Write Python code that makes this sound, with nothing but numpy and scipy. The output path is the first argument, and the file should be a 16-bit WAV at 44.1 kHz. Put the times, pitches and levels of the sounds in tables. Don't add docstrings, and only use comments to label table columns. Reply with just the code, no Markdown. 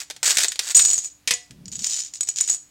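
import sys
import numpy as np
from scipy import signal
from scipy.fft import rfft, irfft
from scipy.io import wavfile

SR = 44100
rng = np.random.default_rng(int(sys.argv[2]) if len(sys.argv) > 2 else 0)


def to_wav(s):
    ch = np.atleast_2d(s).T
    pcm = np.round(np.clip(ch, -1, 1) * 32767)
    wavfile.write(sys.argv[1], SR, pcm.astype(np.int16))


N = 119070
T = np.arange(SR // 3) / SR

# frequency in Hz, level in dB.
AIR_SPECTRUM = [(22, -15), (60, -2), (120, -2), (300, -14.5), (4000, -17), (15000, -26)]
SCRAPE_SPECTRUM = [(180, -43.5), (350, -11), (1000, -12.5), (1500, -3), (4500, 1.5), (8000, 6.5),
                   (9500, -9), (16000, -15.5)]
KNOCK_SPECTRUM = [(200, -48), (700, -21), (1500, -2.5), (4000, 4), (8000, 1.5), (10000, -6.5),
                  (16000, -22.5)]
HOLLOW_SPECTRUM = [(170, -28), (370, 2), (800, 3), (3000, -32.5)]
DROP_SPECTRUM = [(130, -10), (450, -17.5), (1500, -2), (2200, 9.5), (5000, 6), (8000, 7.5), (11000, -6.5),
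                 (16000, -25.5)]
CLACK_SPECTRUM = [(250, -54.5), (2000, -4.5), (4000, 4), (7000, 13), (9000, -8), (12000, -17.5),
                  (16000, -21.5)]
# frequency in Hz, t60 in seconds.
ROOM_DECAY = [(500, 0.21), (7000, 0.31), (14000, 0.15)]
# frequency in Hz, level in dB, t60 in seconds.
TABLE_MODES = [(489, -14.5, 0.23), (720, -24, 0.48), (1013, -11, 0.18), (1733, -10.5, 0.26),
               (1973, -10, 0.34), (2250, -11, 0.17), (2510, -6, 0.18), (3311, -4.5, 0.21),
               (4000, -9, 0.065), (5140, 0, 0.15)]
# ratio to its pitch, level in dB, t60 in seconds.
TILE_MODES = [(1.0, 2, 0.049), (1.165, -3, 0.045), (2.5, -25, 0.0099)]
# start in seconds, level in dB, centre in Hz, t60 in seconds (negative: it swells).
HEAP_RUMBLE = (1.5, -49.5, 175.5, -17.9)
# start and length in seconds, level and its change over the stroke in dB.
SCRAPES = [(0.001, .028, -33.5, -5), (0.228, 0.089, -18.5, 9), (0.32, 0.085, -30, -9),
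           (0.385, 0.069, -22.5, -4), (0.46, 0.077, -45.5, 6.5), (0.605, 0.11, -31.5, 12)]
# start and length in seconds, ring, clack and their change in dB.
RATTLES = [(0.745, 0.064, -10, -19, -12), (0.811, 0.13, -18.5, -29, -3), (0.946, 0.047, -28.5, -38, 5),
           (1.01, 0.067, -39, -46, -4), (1.715, .045, -33.5, -36.5, -7), (1.782, 0.13, -31, -33.5, 11),
           (1.922, .15, -34, -33, -14), (2.136, 0.024, -34.5, -38, -2.5), (2.265, 0.038, -32.5, -34.5, -7),
           (2.367, 0.14, -38.5, -33, -9.5), (2.49, 0.06, -25, -37, 0)]
# start in seconds, level in dB, level of the hollow low end in dB.
KNOCKS = [(0.0161, -22, -52.5), (0.1006, -16.5, -38.5), (0.1089, -16, -58), (0.1639, -23, -53),
          (0.2299, -10, -33), (0.3706, 1, -37.5), (0.384, 0.5, -31.5), (0.4051, -4.5, -46),
          (0.4341, -4, -40), (0.445, -4.5, -33), (0.5194, -11.5, -63), (0.5577, -19, -48.5),
          (0.592, -1, -35.5), (0.795, -1, -48), (1.5087, -28.5, -71)]
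# start in seconds, level in dB.
DROPS = [(1.275, -6), (1.308, -2.5)]
# start in seconds, ring level in dB, clack level in dB.
CLINKS = [(0.4832, -6, -17), (0.7466, -8, -12), (0.7514, 13, -23), (0.77, 8, -19), (0.8054, -7, -23),
          (0.8232, -6, -26), (0.8506, -9, -10.5), (0.9124, -10, -16), (0.9323, -3.5, -47),
          (0.98, -6.5, -37), (1.046, -17.5, -24), (1.0565, -18, -33), (1.3377, -6, -17),
          (1.6569, -33, -31.5), (1.681, -24, -30.5), (1.8438, -17, -9.5), (1.867, -9.5, -21),
          (1.9046, -15, -31), (1.9637, -18, -31), (2.0028, -17.5, -20), (2.2085, -27, -16),
          (2.208, -7.5, -33), (2.2315, -10.5, -21), (2.2888, -6, -22), (2.36, -19, -19.5),
          (2.3852, -15, -11.5), (2.4094, -14, -20), (2.4094, 1.5, -16), (2.4774, -14, -41),
          (2.4876, -15, -16), (2.5005, -1.5, -38)]

TILE_HZ, TILE_SPREAD = 6928, 0.019
AIR_DB, HUM_HZ, HUM_DB, ROOM_DB = -61.5, 295, -72, -12
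CEILING, TOP_HZ = 0.49, 15850


def amp(db):
    return 10 ** (np.asarray(db) / 20)


def unit(x):
    return x / np.sqrt(np.mean(x ** 2) + 1e-20)


def along(points, hz):
    freqs, values = np.transpose(points)
    return np.interp(np.log(hz + 1), np.log(freqs + 1), values)


def fade(t60, t=T):
    return np.exp(-np.log(1000) * t / t60)


def burst(t60):
    return rng.standard_normal(len(T)) * fade(t60)


def add(track, start, sound):
    part = track[max(0, round(start * SR)):][:len(sound)]
    part += sound[:len(part)]


def colour(x, spectrum, size=4096):
    gains = amp(along(spectrum, np.fft.rfftfreq(size, 1 / SR)))
    cepstrum = irfft(np.log(gains))
    cepstrum[1:size // 2] *= 2
    cepstrum[size // 2 + 1:] = 0
    response = irfft(np.exp(rfft(cepstrum)))
    return signal.fftconvolve(x, response / np.linalg.norm(response))[:N]


def ring(modes, scatter_db):
    return sum(amp(db + scatter_db * rng.normal()) * fade(t60) * np.sin(2 * np.pi * hz * T)
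               for hz, db, t60 in modes)


def strokes(rows, release_s):
    t = np.arange(N) / SR
    power = np.zeros(N)
    for start, length, db, change in rows:
        progress = np.clip((t - start) / length, 0, 1)
        release = fade(release_s, np.maximum(t - start - length, 0))
        power += ((t >= start) * amp(db + change * (progress - .5)) * release) ** 2
    return np.sqrt(power)


def contacts(per_second, scatter_db, count=4000):
    jitter = 2 * rng.random(count)
    sizes = amp(scatter_db * np.clip(rng.standard_normal(count), -2, 2))
    at = ((np.arange(count) + jitter) * SR / per_second).astype(int)
    return unit(np.bincount(at[at < N], sizes[at < N], N))


def trigger(hits, sounds):
    pick = rng.integers(len(sounds), size=N)
    return sum(signal.oaconvolve(hits * (pick == k), sound[:SR // 10] / np.linalg.norm(sound))[:N]
               for k, sound in enumerate(sounds))


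def room_tone():
    air = unit(colour(rng.standard_normal(N), AIR_SPECTRUM))
    hum = unit(np.sin(2 * np.pi * HUM_HZ * np.arange(N) / SR))
    return amp(AIR_DB) * air + amp(HUM_DB) * hum


def reverberation(direct):
    hz, t, noise = signal.stft(rng.standard_normal(SR // 2), SR, nperseg=256)
    tail = signal.istft(noise * fade(along(ROOM_DECAY, hz)[:, None], t), SR)[1]
    return signal.fftconvolve(direct, tail / np.linalg.norm(tail))[:N]


def heap_rumble():
    start, db, hz, t60 = HEAP_RUMBLE
    push = np.zeros(N)
    add(push, start, amp(db) * burst(t60))
    return colour(push, [(hz / 10, -18), (hz, 0), (hz * 2, -14), (hz * 10, -50)])


def tile_ring(deviation):
    hz = TILE_HZ * (1 + TILE_SPREAD * deviation)
    return ring([(hz * ratio, db, t60) for ratio, db, t60 in TILE_MODES], scatter_db=2.5)


def loose_tiles(count=10):
    deviations = np.linspace(-1, 1, count) + rng.normal(size=count) / 2
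    return [tile_ring(deviation) for deviation in deviations]


def clack():
    return burst(t60=0.0034) + amp(-1) * burst(t60=0.025)


def scrapes():
    slips = contacts(per_second=600, scatter_db=4) * strokes(SCRAPES, release_s=0.051)
    grit = trigger(slips, [burst(t60=0.013) for _ in range(8)])
    return colour(grit, SCRAPE_SPECTRUM) + amp(-12.5) * trigger(slips, loose_tiles())


def rattles():
    hits = contacts(per_second=300, scatter_db=5)
    ring_rows = [(start, length, db, change) for start, length, db, _, change in RATTLES]
    clack_rows = [(start, length, db, change) for start, length, _, db, change in RATTLES]
    rings = trigger(hits * strokes(ring_rows, release_s=0.069), loose_tiles())
    cracks = trigger(hits * strokes(clack_rows, release_s=0.13), [clack() for _ in range(8)])
    return rings + colour(cracks, CLACK_SPECTRUM)


def knocks(crack_db=-7.5, hollow_db=1, table_db=-38):
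    cracks, lows, table = np.zeros((3, N))
    for start, db, low_db in KNOCKS:
        crack = burst(t60=0.0075) + amp(-4.5) * burst(t60=0.042)
        add(cracks, start, amp(db + crack_db) * crack)
        add(lows, start, amp(low_db + hollow_db) * burst(t60=0.041))
        add(table, start, amp(db + table_db) * ring(TABLE_MODES, scatter_db=1.5))
    return colour(cracks, KNOCK_SPECTRUM) + colour(lows, HOLLOW_SPECTRUM) + table


def dropped_tile(crack_db=-8.5, table_db=-25):
    cracks, table = np.zeros((2, N))
    for start, db in DROPS:
        add(cracks, start, amp(db + crack_db) * burst(t60=0.082))
        add(table, start, amp(db + table_db) * ring(TABLE_MODES, scatter_db=4.5))
    return colour(cracks, DROP_SPECTRUM) + table


def clinks(ring_gain_db=-9, clack_gain_db=-2.5):
    rings, cracks = np.zeros((2, N))
    for start, ring_db, clack_db in CLINKS:
        add(rings, start, amp(ring_db + ring_gain_db) * tile_ring(rng.normal()))
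        add(cracks, start, amp(clack_db + clack_gain_db) * clack())
    return rings + colour(cracks, CLACK_SPECTRUM)


def scene():
    tiles = clinks() + rattles() + scrapes() + knocks() + dropped_tile() + heap_rumble()
    return (tiles + amp(ROOM_DB) * reverberation(tiles) + room_tone())[None]


def record(dry):
    rounded = dry / (1 + (dry / CEILING) ** 6) ** (1 / 6)
    lowpass = signal.ellip(10, .1, 80, TOP_HZ, fs=SR, output="sos")
    return signal.sosfilt(lowpass, rounded)


dry = scene()
out = record(dry)
to_wav(out)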